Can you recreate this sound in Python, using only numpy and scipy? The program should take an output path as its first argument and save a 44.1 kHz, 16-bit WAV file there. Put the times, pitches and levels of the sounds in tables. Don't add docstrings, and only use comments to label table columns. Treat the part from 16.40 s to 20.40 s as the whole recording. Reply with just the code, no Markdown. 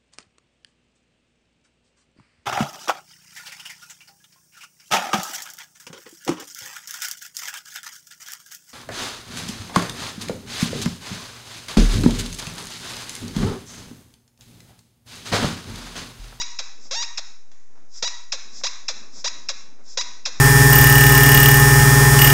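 import sys
import numpy as np
from scipy import signal
from scipy.fft import rfft, irfft, next_fast_len
from scipy.io import wavfile
from scipy.ndimage import uniform_filter1d, map_coordinates

SR = 44100
rng = np.random.default_rng(int(sys.argv[2]) if len(sys.argv) > 2 else 0)


def output_pcm(signal):
    pcm = np.clip(np.atleast_2d(signal).T, -1, 1) * 32767
    wavfile.write(sys.argv[1], SR, np.round(pcm).astype(np.int16))


N = 176400
TIME = np.arange(N) / SR


def amp(db):
    return 10 ** (np.asarray(db) / 20)


def along(points, hz):
    f, value = np.transpose(points)
    return np.interp(np.log(hz + 1), np.log(f + 1), value)


def fader(points):
    return amp(np.interp(TIME, *np.transpose(points)))


def burst(start, db, t60):
    age = TIME - start
    return (age >= 0) * amp(db - 60 * np.abs(age) / t60)


def filtered(x, response):
    size = next_fast_len(N + SR // 2)
    return irfft(rfft(x, size) * response(np.fft.rfftfreq(size, 1 / SR)), size)[:N]


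def noise(spectrum):
    x = filtered(rng.standard_normal(N), lambda hz: amp(along(spectrum, hz)))
    return x / np.sqrt(np.mean(x ** 2) + 1e-20)


def ring(spectrum, size=2048):
    cepstrum = irfft(np.log(amp(along(spectrum, np.fft.rfftfreq(size, 1 / SR)))))
    cepstrum[1:size // 2] *= 2
    cepstrum[size // 2 + 1:] = 0
    response = irfft(np.exp(rfft(cepstrum)))
    return response / np.linalg.norm(response)


# f/Hz, level/dB
HUSH_EQ = [(30, -7), (100, -0.5), (250, -23.5), (450, -2), (800, -7.5), (2000, -11), (3500, -17),
           (6500, -5), (8800, -28), (11000, -64.5)]


def night_hush(level_db=-64.5):
    return amp(level_db) * noise(HUSH_EQ)


# t/s, level/dB
SCUFF_RIDE = [(0, -62.5), (.3, -68), (0.459, -56.5), (0.601, -70), (1.249, -72), (1.42, -60.5), (1.7, -81),
              (2.0, -62), (2.2, -56), (2.4, -64.5), (2.619, -56), (2.85, -56), (3.1, -61.5), (3.351, -59.5),
              (3.6, -62), (3.85, -58), (4, -56)]
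# f/Hz, level/dB
SCUFF_EQ = [(50, -23), (130, -14.5), (230, 2), (330, -3.5), (550, -8.5), (1500, -13.5), (4000, -22.5),
            (9000, -49.5)]


def scuffs(swing_db=3, flutter_hz=35):
    flutter = map_coordinates(rng.standard_normal(400), [TIME * flutter_hz], mode="wrap")
    return fader(SCUFF_RIDE) * amp(swing_db * flutter) * noise(SCUFF_EQ)


LOCK_HZ = 896
HELD_WAVER, RASP_WAVER, WAVER_S = .0067, .0395, .006
JITTER_S, RASP_JITTER_S, BEAT_SCATTER_DB = .000003, .000025, 1


def reed_beats(t, hz, db, half_width=8):
    looseness = np.clip((1 - hz / LOCK_HZ) * 5, 0, 1)
    drift = map_coordinates(rng.standard_normal(100), [(t - t[0]) / WAVER_S], mode="wrap")
    hz = hz * np.exp(drift * (HELD_WAVER + RASP_WAVER * looseness))
    cycles = np.concatenate([[0], np.cumsum(hz[:-1] * np.diff(t))])
    shut_s = np.interp(np.arange(int(cycles[-1]) + 1), cycles, t)
    level_scatter, time_scatter = rng.standard_normal((400, 2))[:len(shut_s)].T
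    height = amp(np.interp(shut_s, t, db) + BEAT_SCATTER_DB * level_scatter)
    height *= np.sqrt(SR / np.interp(shut_s, t, hz))
    jitter_s = JITTER_S + RASP_JITTER_S * np.interp(shut_s, t, looseness)
    centre = (shut_s + jitter_s * time_scatter)[:, None] * SR
    index = np.floor(centre).astype(int) + np.arange(1 - half_width, half_width + 1)
    window = np.cos(np.pi * (index - centre) / (2 * half_width)) ** 2
    pulses = height[:, None] * np.sinc(index - centre) * window
    inside = (index >= 0) & (index < N)
    return np.bincount(index[inside], pulses[inside], N)


# t/s, rise/s, bend of the climb, hold/s, flip/s,
# held note from f/Hz, to f/Hz, attack level/dB, held level/dB
BITE_CUES = [(-.03, 0.024, 1.3, .020, .021, 934, 961, -24, -25),
             (0.5098, .052, 0.97, 0.061, 0.029, 907.5, 970, -24, -26),
             (1.6248, 0.024, 1.52, 0.026, 0.015, 950.4, 973, -15.5, -25),
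             (2.2353, 0.018, 1.3, .011, 0.022, 940, 1030, -19.5, -23.5),
             (2.8428, .019, 1.3, .014, 0.015, 941, 1004, -20.5, -23),
             (3.5728, 0.016, 1.5, .019, .0205, 932, 1000, -16.5, -24)]
# share of its length, f/Hz, level/dB re the held note
WHISTLE_FLIP = [(0.252, 1245, 3), (.42, 1865, -1.5), (.6, 2480, -2), (.95, 2802, -8.5)]
RASP_HZ, FIRST_BEAT_DB, SETTLE_S = 455.3, -13, .0094


def bite(start, rise, bend, hold, flip, from_hz, to_hz, attack_db, held_db):
    t = np.arange(0, rise + hold + flip, 1 / SR)
    share, flip_hz, flip_db = np.transpose(WHISTLE_FLIP)
    knots = np.r_[rise, rise + hold, rise + hold + flip * share]
    climb_hz = RASP_HZ * (from_hz / RASP_HZ) ** (t / rise).clip(0, 1) ** bend
    note_hz = np.interp(t, knots, np.r_[from_hz, to_hz, flip_hz])
    db = held_db + (attack_db - held_db) * np.exp(-t / SETTLE_S)
    db += np.interp(t, knots, np.r_[0, 0, flip_db])
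    db += FIRST_BEAT_DB * np.clip(1 - t * RASP_HZ, 0, 1)
    return reed_beats(start + t, np.where(t < rise, climb_hz, note_hz), db)


# f/Hz, level/dB
TUBE_EQ = [(30, -66.5), (150, -35.5), (300, -22), (500, -4), (700, -8.5), (1000, -9), (1500, -9.5),
           (2100, -10), (2700, -5.5), (3300, -3.5), (3850, 1), (4700, -1), (5400, 1.5), (6100, -2.5),
           (6800, -5), (7500, -16.5), (8500, -30.5), (9500, -58)]


def squeaker_tube(reed, breath_db=-32.5):
    envelope = np.sqrt(np.abs(uniform_filter1d(reed ** 2, size=40)))
    breath = amp(breath_db) * envelope * rng.standard_normal(N)
    return signal.fftconvolve(reed + breath, ring(TUBE_EQ))[:N]


# f/Hz, t60/s
WALL_DECAY = [(200, 0.3), (1000, 0.53), (4000, .47), (8000, 0.5137)]
# f/Hz, level/dB
WALL_EQ = [(200, -21), (500, -8.5), (750, 0), (980, 4), (1400, 2), (2000, 6), (3300, -2), (3950, 3),
           (4700, -3), (5400, -0.5), (7000, 1.5)]
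PREDELAY_S, BUILD_S, NEAR_TAIL_DB, REFLECTION_DB = .02, .074, -6.5, -17


def wall_echo(reflections=8):
    hz, t, wash = signal.stft(rng.standard_normal(SR), SR, nperseg=256)
    swell = amp(NEAR_TAIL_DB) + 1 - np.exp(-np.maximum(t - PREDELAY_S, 0) / BUILD_S)
    fade = amp(along(WALL_EQ, hz)[:, None] - 60 * t / along(WALL_DECAY, hz)[:, None])
    tail = signal.istft(wash * swell * fade, SR, nperseg=256)[1]
    tail /= np.linalg.norm(tail)
    arrivals = (rng.uniform(.002, .025, reflections) * SR).astype(int)
    tail[arrivals] += amp(REFLECTION_DB) * rng.choice([-1, 1], reflections)
    return tail


# t/s, level/dB
REVERB_SEND = [(0, -4), (.7, -9), (1.6, -7.5), (2.3, -8), (3, -9.5), (3.9, -8)]


def patio_reverb(toy):
    send = toy * fader(REVERB_SEND)
    starts = np.sort([cue[0] for cue in BITE_CUES + RELEASE_CUES])
    squeak = np.searchsorted(starts[1:], TIME)
    return sum(signal.fftconvolve(send * (squeak == k), wall_echo())[:N] for k in range(len(starts)))


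# t/s, time stretch, level/dB, length/s
RELEASE_CUES = [(0.1867, .85, -20, .026), (0.7725, 1.25, -20.5, .025), (1.9191, 1.005, -17, .04),
                (2.4804, 1.02, -17, .04), (3.0852, 1.04, -17, .034), (3.8517, 1.23, -17.5, .043)]
# t/s from its start before stretching, f/Hz, level/dB re the cue
FALLING_CHIRP = [(0, 3020, -28.5), (.002, 2720, -4), (.005, 2400, -4), (.0068, 1490, -0.5),
                 (.0095, 980, -5), (0.017, 610, -8), (0.025, 515, -14), (0.039, 443.1, -19.5)]


def release(start, stretch, level_db, length):
    knots, chirp_hz, chirp_db = np.transpose(FALLING_CHIRP)
    t = np.arange(0, length, 1 / SR)
    hz = np.exp(np.interp(t / stretch, knots, np.log(chirp_hz)))
    db = level_db + np.interp(t / stretch, knots, chirp_db)
    return reed_beats(start + t, hz, db)


# start t/s, end t/s, level/dB
HISS_CUES = [(.39, 0.498, -47), (1.523, 1.612, -39.5), (2.112, 2.226, -39.5), (2.719, 2.836, -41),
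             (3.451, 3.562, -42.5)]
# f/Hz, level/dB
HISS_EQ = [(300, -25.5), (1000, -23), (2500, -22), (4000, -12.5), (5300, 0), (6500, -7.5), (7500, -10),
           (8500, -30.5), (9500, -41.5)]


def hiss(fade_in_s=.067, fade_out_s=.035, edge_db=-14.5):
    envelope = np.zeros(N)
    for start, end, db in HISS_CUES:
        edge = np.maximum(1 - (TIME - start) / fade_in_s, 1 - (end - TIME) / fade_out_s).clip(0, 10)
        envelope += amp(db + edge_db * edge ** 2)
    return envelope * noise(HISS_EQ)


# f/Hz, level/dB
TEETH_EQ = [(100, -30), (500, -3.5), (1500, -10.5), (3000, -5.5), (5500, -5.5), (7000, -3.5), (9000, -34)]


def teeth_click(echo_db=2.5):
    snap = burst(start=1.1155, db=-48.5, t60=.056) * noise(TEETH_EQ)
    return snap + amp(echo_db) * signal.fftconvolve(snap, wall_echo())[:N]


# t/s, level/dB, t60/s
TAP_CUES = [(1.354, -59, 0.17), (1.376, -59, .08), (1.422, -61.5, 0.089), (1.561, -54, .04),
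            (2.213, -41.5, 0.031)]
# f/Hz, level/dB
TAP_EQ = [(80, -21.5), (450, -2), (1000, 0.5), (2000, -5.5), (3500, -13.5), (6000, -10.5), (9000, -25.5)]


def taps():
    return sum(burst(*cue) for cue in TAP_CUES) * noise(TAP_EQ)


# f/Hz, level/dB
PUFF_EQ = [(25, 0), (80, -0.5), (250, -7), (600, -22), (2000, -70)]


def puff():
    return burst(start=1.626, db=-34.5, t60=.034) * noise(PUFF_EQ)


def scene():
    reed = sum(bite(*cue) for cue in BITE_CUES) + sum(release(*cue) for cue in RELEASE_CUES)
    toy = squeaker_tube(reed) + hiss()
    return (toy + patio_reverb(toy) + teeth_click() + scuffs() + taps() + puff() + night_hush())[None]


# f/Hz, width/Hz
MIC_NOTCHES = [(3000, 640), (4400, 404), (8000, 500)]
HIGH_CUT_HZ, DC_OFFSET = 9100, -.0355


def record(dry):
    def response(f):
        dips = [(hz * hz - f * f) / (hz * hz - f * f + 1j * f * width) for hz, width in MIC_NOTCHES]
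        return np.prod(dips, axis=0) * (f < HIGH_CUT_HZ)
    return filtered(dry[0], response)[None] + DC_OFFSET


dry = scene()
out = record(dry)
output_pcm(out)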